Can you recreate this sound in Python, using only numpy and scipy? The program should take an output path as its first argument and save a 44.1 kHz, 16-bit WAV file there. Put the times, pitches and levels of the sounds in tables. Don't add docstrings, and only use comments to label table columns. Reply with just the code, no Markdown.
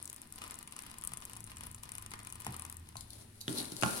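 import sys
import numpy as np
from scipy import signal
from scipy.fft import rfft, irfft
from scipy.io import wavfile

SR = 44100
rng = np.random.default_rng(int(sys.argv[2]) if len(sys.argv) > 2 else 0)


def generate_wav(sig):
    pcm = np.round(np.clip(np.atleast_2d(sig).T, -1, 1) * 32767).astype(np.int16)
    wavfile.write(sys.argv[1], SR, pcm)


N = 176400

# frequency in Hz, relative level in dB, T60 in seconds.
TABLE_TOP_MODES = [(126, 17.5, 0.21), (182.7, 12, 0.13), (215.7, 0, 0.46), (311.4, -5.5, 0.46),
                   (380, -6.5, 0.6), (694, -9, 0.27), (870, -8, 0.26), (870, -3, 0.25), (965, -22, 0.3),
                   (1085, -7.5, 0.31), (1400, -2, 0.53)]
# frequency in Hz, relative gain in dB.
CLACK_SPECTRUM = [(100, -22.5), (500, -2.5), (700, 6), (950, 8.5), (1400, 3), (2000, -6), (2800, 1),
                  (4000, -19), (6500, -12), (10000, -21.5), (16000, -61)]
THUD_GAIN_DB, CLACK_DECAY_S = 20.5, 0.0014


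def amp(db):
    return 10 ** (np.asarray(db) / 20)


def curve(rows, column=1):
    rows = np.array(rows)
    return amp(np.interp(np.arange(N) / SR, rows[:, 0], rows[:, column]))


def response(spectrum, column=1):
    size = 4096
    rows = np.array(spectrum)
    hz = np.maximum(np.arange(size // 2 + 1) * SR / size, 1)
    gain = amp(np.interp(np.log(hz), np.log(rows[:, 0]), rows[:, column]))
    cepstrum = irfft(np.log(gain))
    cepstrum[1:size // 2] *= 2
    cepstrum[size // 2 + 1:] = 0
    return irfft(np.exp(rfft(cepstrum)))


def convolve(x, impulse):
    return signal.fftconvolve(np.atleast_2d(x), np.atleast_2d(impulse), axes=1)[:, :N]


def colour(x, spectrum):
    impulse = response(spectrum)
    return convolve(x, impulse / np.linalg.norm(impulse))


def diffuse(size, spacing_m=0.27):
    mid, side = rfft(rng.standard_normal((2, size)))
    hz = np.arange(len(mid)) * SR / size
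    coherence = np.sinc(2 * hz * spacing_m / 343)
    mid, side = mid * np.sqrt((1 + coherence) / 2), side * np.sqrt((1 - coherence) / 2)
    return irfft(np.array([mid + side, mid - side]), size)


def room(x, wet_db):
    mic_lag_s, bounce_s, bounce_db = 0.0002, 0.0042, -25.5
    t = np.arange(SR // 2) / SR
    low = signal.sosfilt(signal.butter(2, 2500, fs=SR, output="sos"), diffuse(len(t)))
    high = signal.sosfilt(signal.butter(2, 2500, "high", fs=SR, output="sos"), diffuse(len(t)))
    onset = 1 - np.exp(-t / 0.0011)
    low_fade, high_fade = (onset * amp(-60 * t / t60_s) for t60_s in (0.65, 0.15))
    impulse = (low * low_fade + high * high_fade) * amp(wet_db) / np.linalg.norm(low_fade)
    for mic, lag_s in enumerate((0, mic_lag_s)):
        impulse[mic, int(lag_s * SR)] += 1
        impulse[mic, int((bounce_s + 2 * lag_s) * SR)] += amp(bounce_db)
    return convolve(x, impulse)


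def bursts(starts_s, levels_db, decay_s, hold_s=0, coherence=1, tones_hz=()):
    t = np.arange(SR // 20) / SR
    envelope = np.exp(-np.maximum(t - hold_s, 0) / decay_s) * (1 - np.exp(-t / 0.00027))
    out = np.zeros((2, N + len(t)))
    for k, (left, unrelated) in enumerate(rng.standard_normal((len(starts_s), 2, len(t)))):
        right = coherence * left + np.sqrt(1 - coherence ** 2) * unrelated
        burst = np.array([left, right]) * envelope
        if len(tones_hz):
            burst += amp(3) * signal.lfilter(*signal.iirpeak(tones_hz[k], Q=4, fs=SR), burst)
        burst *= np.sqrt(0.004 * SR) / np.linalg.norm(burst, axis=1, keepdims=True)
        start = int(np.clip(starts_s[k] * SR, 0, N))
        out[:, start:start + len(t)] += burst * amp(levels_db[k])
    return out[:, :N]


def blows(starts_s, levels_db):
    out = np.zeros(N)
    out[(starts_s * SR).astype(int)] = amp(levels_db)
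    return out


def crackle(per_s, spread_db):
    strength = amp(spread_db * np.minimum(rng.exponential(size=N), 4))
    clicks = (rng.random(N) < per_s / SR) * strength * rng.choice([-1, 1], (2, N))
    return clicks / np.std(clicks)


def wander(per_s):
    position = np.arange(N) / SR * per_s
    return np.interp(position, np.arange(N // 100), rng.standard_normal(N // 100))


def ringing(modes):
    t = np.arange(SR) / SR
    ring = sum(amp(db - 60 * t / t60_s) * np.sin(2 * np.pi * hz * t) for hz, db, t60_s in modes)
    return ring / np.linalg.norm(ring)


def through_handle(contact, spectrum):
    # frequency in Hz, relative level in dB, T60 in seconds.
    handle_modes = [(1000, 2, 0.069), (1053, 14, .08), (1207, 6, 0.054), (1304, 5, 0.042),
                    (1480, 2.5, 0.056), (1890, 4, 0.042), (2106, 1.5, 0.033), (2494, -0.5, 0.037),
                    (2935, -3, 0.094)]
    return colour(contact, spectrum) + convolve(contact, ringing(handle_modes)) * amp(-4)


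def on_table(thud, clack):
    ring = convolve(thud * amp(-13) + clack * amp(-1.5), ringing(TABLE_TOP_MODES))
    return ring + room(thud, wet_db=-1) + room(clack, wet_db=-4.5)


def wheel():
    # time in seconds, relative level in dB.
    crunch_levels = [(0, -59), (.15, -61.5), (.3, -64), (.45, -53.5), (.54, -59), (.66, -63.5), (.84, -59),
                     (.95, -59), (1.1, -62.5), (1.45, -60), (1.64, -59), (1.8, -66), (2.05, -61),
                     (2.14, -62), (2.3, -63.5), (2.48, -54), (2.7, -65), (2.79, -67), (2.93, -64)]
    rumble_levels = [(0, -79), (.45, -60), (.7, -65.5), (1.13, -57.5), (1.28, -61.5), (1.65, -55.5),
                     (1.95, -62.5), (2.15, -56.5), (2.4, -61), (2.8, -62), (3.05, -59), (3.3, -66.5),
                     (4, -61.5)]
    # frequency in Hz, relative gain in dB.
    crunch_spectrum = [(60, -25), (250, -11.5), (550, -6), (1050, 2.5), (1650, -1.5), (2900, -5.5),
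                       (5000, -7.5), (6500, -15.5), (11000, -12.5), (16000, -16)]
    rumble_spectrum = [(20, -1), (45, 9), (80, 5.5), (130, 2), (190, 1.5), (300, -20), (600, -36),
                       (2000, -57)]
    pressed = np.arange(N) / SR < crunch_levels[-1][0]
    grains = crackle(per_s=1000, spread_db=4) * curve(crunch_levels) * pressed
    grains *= amp(-2.5 + 4 * wander(per_s=60))
    crunch = room(through_handle(grains, crunch_spectrum), wet_db=-2.5)
    rumble = colour(diffuse(N), rumble_spectrum) * curve(rumble_levels)
    return crunch + rumble


def wavering_tone(hz):
    phase = 2 * np.pi * np.cumsum(hz * (1 + 0.025 * wander(per_s=14))) / SR
    return np.sqrt(2) * np.sin(phase) * amp(3 * wander(per_s=16) - 1)


def background():
    # time in seconds, relative levels of the lower and the upper tone in dB.
    hum_levels = [(0, -66.5, -86), (1.2, -75, -75), (1.4, -69, -55), (1.7, -59, -60), (2.1, -70, -57),
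                  (2.45, -64, -57.5), (2.62, -52.5, -68), (2.95, -59.5, -61), (3.2, -66, -58),
                  (4, -79, -63.5)]
    # frequency in Hz, relative gain in dB.
    air_spectrum = [(20, 3), (60, -11.5), (130, 3), (170, -3.5), (230, -1), (330, -3), (500, -20.5),
                    (1000, -17), (2000, -13), (4500, -24.5), (7000, -28), (11000, -21.5), (16000, -24)]
    lower_hz, upper_hz, drone_hz = 80.8, 107.8, 230.6
    hum = wavering_tone(lower_hz) * curve(hum_levels, column=1)
    hum += wavering_tone(upper_hz) * curve(hum_levels, column=2)
    drone = np.sqrt(2) * np.sin(2 * np.pi * drone_hz * np.arange(N) / SR) * amp(-71)
    air = colour(diffuse(N), air_spectrum) * amp(-61.5)
    return hum + drone + air


def snap(starts_s, levels_db):
    tones_hz = rng.uniform(4720, 14340, len(starts_s))
    return bursts(starts_s, levels_db, decay_s=0.00075, hold_s=0.00012, coherence=0.088, tones_hz=tones_hz)


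def threads():
    # start in seconds, relative levels of the snap and the tap in dB.
    cuts = [(0.0268, -37.5, -61), (0.0552, -38, -53), (0.0763, -38, -52), (0.0988, -34, -72),
            (0.129, -39, -46.5), (0.1625, -41.5, -55), (0.217, -40.5, -76), (0.324, -40, -53),
            (0.359, -45, -53), (0.3851, -44.5, -44), (0.4175, -45, -36), (0.4387, -40, -39),
            (0.4782, -42, -71), (0.4995, -57, -43.5), (0.509, -37, -44), (0.542, -40.5, -44.5),
            (0.5886, -37.5, -55), (0.6275, -42.5, -47.5), (0.6749, -43.5, -43), (0.723, -42.5, -44),
            (0.7642, -40.5, -45.5), (0.7904, -39, -40.5), (0.822, -41, -73), (0.8352, -50, -43.5),
            (0.864, -47.5, -41), (0.8981, -53, -50), (0.9403, -49.5, -44.5), (0.984, -36.5, -55),
            (1.0212, -47, -45.5), (1.038, -36, -44.5), (1.0495, -37, -46), (1.0737, -30, -43.5),
            (1.092, -50, -50), (1.1187, -46, -46), (1.1356, -37, -42.5), (1.172, -36.5, -42.5),
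            (1.2218, -53, -40), (1.2523, -34.5, -70), (1.2964, -43, -45), (1.3334, -42, -46),
            (1.365, -43.5, -46), (1.3694, -43, -51), (1.4052, -41, -73), (1.4413, -41.5, -74),
            (1.4737, -52, -46), (1.5167, -48, -41), (1.5695, -41, -43), (1.608, -41, -41.5),
            (1.636, -39.5, -47), (1.668, -39.5, -44.5), (1.714, -43, -59), (1.7459, -41, -48.5),
            (1.8339, -37.5, -41.5), (1.8911, -42, -44), (1.9185, -36.5, -44), (1.9523, -38, -46),
            (1.982, -38.5, -43), (2.0241, -39.5, -45), (2.062, -42, -44), (2.116, -47, -38.5),
            (2.1364, -47, -33.5), (2.191, -45, -44.5), (2.2491, -44.5, -50), (2.2708, -42, -40.5),
            (2.301, -42.5, -50), (2.3245, -39.5, -43.5), (2.3554, -43, -46.5), (2.4026, -38.5, -49),
            (2.4196, -45, -44), (2.4471, -39, -43.5), (2.4662, -37, -45), (2.5071, -45.5, -55),
            (2.5423, -48, -39.5), (2.5649, -37.5, -68), (2.5958, -39, -45.5), (2.621, -39, -46),
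            (2.6507, -40, -41), (2.6981, -35.5, -45), (2.7252, -37, -49), (2.7683, -40.5, -80),
            (2.8888, -47, -49)]
    # frequency in Hz, relative gain in dB.
    snap_spectrum = [(500, -4.5), (3000, -13), (4800, -9.5), (6000, -4.5), (7500, -1.5), (9000, 2),
                     (11000, 3.5), (13500, -2), (16000, -2)]
    mat_spectrum = [(150, -28), (550, -17), (1050, 9), (1650, -3), (2500, 0), (4000, -10.5), (7000, -14),
                    (16000, -21.5)]
    starts_s, snap_db, tap_db = np.array(cuts).T
    snaps = snap(starts_s, snap_db - 7.5)
    recoil_lag_s = 0.0044 * (0.5 + rng.exponential(size=len(starts_s)))
    recoils = snap(starts_s + recoil_lag_s, snap_db - 21.5)
    fibre_starts_s = rng.uniform(0, starts_s[-2], size=85)
    fibres = snap(fibre_starts_s, rng.normal(-59, 3.5, len(fibre_starts_s)))
    parting = colour(snaps + recoils + fibres, snap_spectrum)
    taps = bursts(starts_s, tap_db - 4, decay_s=0.0029, coherence=0.38)
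    return room(parting, wet_db=-8.5) + room(through_handle(taps, mat_spectrum), wet_db=-1.5)


def jolts():
    # start in seconds, relative levels of the table thump and the handle knock in dB.
    hits = [(1.12, -46, -50.5), (2.466, -40, -35.5), (2.4787, -33, -49), (2.9554, -47.5, -45.5)]
    starts_s, thump_db, knock_db = np.array(hits).T
    push_s = 0.0025
    t = np.arange(SR // 20) / SR
    push = np.sin(np.pi * np.minimum(t / push_s, 1)) ** 2
    force = convolve(blows(starts_s, thump_db + THUD_GAIN_DB), push / push.sum())
    thumps = 2 * convolve(force, ringing(TABLE_TOP_MODES))
    knocks = bursts(starts_s, knock_db, CLACK_DECAY_S, coherence=0.8)
    return thumps + room(through_handle(knocks, CLACK_SPECTRUM), wet_db=-4)


def net():
    # time in seconds, relative level in dB.
    rustle_levels = [(2.94, -64), (2.97, -52), (3.04, -66), (3.11, -57.5), (3.2, -53), (3.27, -64.5),
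                     (3.39, -56.5), (3.47, -55.5), (3.5, -42.5), (3.59, -35.5), (3.64, -51), (3.7, -50.5),
                     (3.78, -46.5), (3.83, -34.5), (3.87, -36.5), (3.91, -38), (4, -37)]
    # start in seconds, relative level in dB, left minus right in dB.
    folds = [(2.968, -45.5, 6), (3.008, -46.5, 2), (3.104, -49, -2), (3.132, -53.5, 2), (3.407, -52, 0),
             (3.4119, -44.5, -13), (3.527, -45.5, 4), (3.584, -41.5, 0), (3.654, -45, 2),
             (3.719, -45.5, -0.5), (3.766, -43.5, 1), (3.812, -44, 8)]
    # frequency in Hz, relative gain in dB.
    rustle_spectrum = [(60, -27), (250, 2), (800, 4.5), (1600, -4), (3000, -6), (4200, -2.5), (5500, -5.5),
                       (7500, -8), (11500, 1.5), (13500, -11), (16000, -4.5)]
    flick_spectrum = [(500, -45), (2000, -24), (3400, -1), (4200, 6.5), (5500, -2.5), (8500, -2),
                      (11500, 5), (16000, -20)]
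    moving = np.arange(N) / SR > rustle_levels[0][0]
    grains = crackle(per_s=8300, spread_db=5) * curve(rustle_levels) * moving
    grains *= amp(-6.5 + 2.85 * wander(per_s=90))
    starts_s, flick_db, pan_db = np.array(folds).T
    flicks = [bursts(starts_s, flick_db + side * pan_db / 2, decay_s=0.0016)[0] for side in (1, -1)]
    rustle = room(colour(grains, rustle_spectrum), wet_db=2)
    return rustle + room(colour(flicks, flick_spectrum), wet_db=2.5)


def palm():
    # start in seconds, relative levels of the thud and the slap in dB.
    pats = [(3.4801, -30.5, -34.5), (3.4929, -31, -50), (3.546, -39, -60), (3.587, -36, -45),
            (3.722, -39.5, -47.5)]
    # frequency in Hz, relative gain in dB.
    thud_spectrum = [(60, -27), (130, -6.5), (220, 2), (310, 1.5), (450, -8), (700, -18), (2000, -53)]
    slap_spectrum = [(700, -10), (1400, 2.5), (2500, -2), (3200, 4.5), (4500, -7.5), (16000, -21.5)]
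    starts_s, thud_db, slap_db = np.array(pats).T
    thuds = colour(blows(starts_s, thud_db + THUD_GAIN_DB), thud_spectrum)
    slaps = colour(bursts(starts_s, slap_db, CLACK_DECAY_S, coherence=0.53), slap_spectrum)
    return on_table(thuds, slaps)


def finger_slide():
    # frequency in Hz, relative gain in dB.
    rasp_spectrum = [(1000, -27), (3300, -8), (4150, 8), (4900, -7), (8000, -32), (16000, -31)]
    peak_s, width_s = 3.59, 0.027
    swell = amp(-42.5) * np.exp(-((np.arange(N) / SR - peak_s) / width_s) ** 2)
    return room(colour(crackle(per_s=5200, spread_db=6) * swell, rasp_spectrum), wet_db=-3)


def blade_swish():
    # frequency in Hz, relative gain in dB.
    swish_spectrum = [(500, -22), (1600, 6), (6000, -6), (11500, 5), (16000, -21)]
    start_s, attack_s, fade_to_half_s = 3.6, 0.0025, 0.057
    t = np.maximum(np.arange(N) / SR - start_s, 0)
    swell = amp(-49) * (1 - np.exp(-t / attack_s)) * 0.5 ** ((t / fade_to_half_s) ** 2)
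    return room(colour(crackle(per_s=1000, spread_db=4) * swell, swish_spectrum), wet_db=-8.5)


def clatter():
    # start in seconds, relative levels of the thud and the clack in dB.
    landings = [(3.8243, -29, -26.5), (3.8337, -29.5, -20.5), (3.8387, -27.5, -33.5), (3.861, -54, -32),
                (3.926, -49, -46)]
    # frequency in Hz, relative gain in dB.
    thud_spectrum = [(30, -87), (80, 3), (130, -10), (175, -1.5), (220, 1), (300, 0.5), (450, -14),
                     (800, -15), (1500, -82)]
    starts_s, thud_db, clack_db = np.array(landings).T
    thuds = colour(blows(starts_s, thud_db + THUD_GAIN_DB), thud_spectrum)
    clacks = colour(bursts(starts_s, clack_db, CLACK_DECAY_S, coherence=0.11), CLACK_SPECTRUM)
    return on_table(thuds, clacks)


def scene():
    bass_cut = signal.butter(4, 98, "high", fs=SR, output="sos")
    small_sources = threads() + jolts() + net() + palm() + finger_slide() + blade_swish() + clatter()
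    return wheel() + background() + signal.sosfilt(bass_cut, small_sources)


def record(dry):
    # frequency in Hz, left gain in dB, right gain in dB.
    mic_spectra = [(99, -0.5, -1), (362, 0.5, 1.5), (820, -2, -5), (2440, 0, -2.5), (3770, 3.5, 2),
                   (6420, 5, 3), (9450, 11.5, -4), (10030, 14, 1.5), (10690, 4.5, -8), (13300, -3, 4),
                   (15400, -2, -30)]
    top_hz = 15900
    heard = convolve(dry, [response(mic_spectra, column=1), response(mic_spectra, column=2)])
    return signal.sosfilt(signal.ellip(10, 0.2, 80, top_hz, fs=SR, output="sos"), heard)


dry = scene()
out = record(dry)
generate_wav(out)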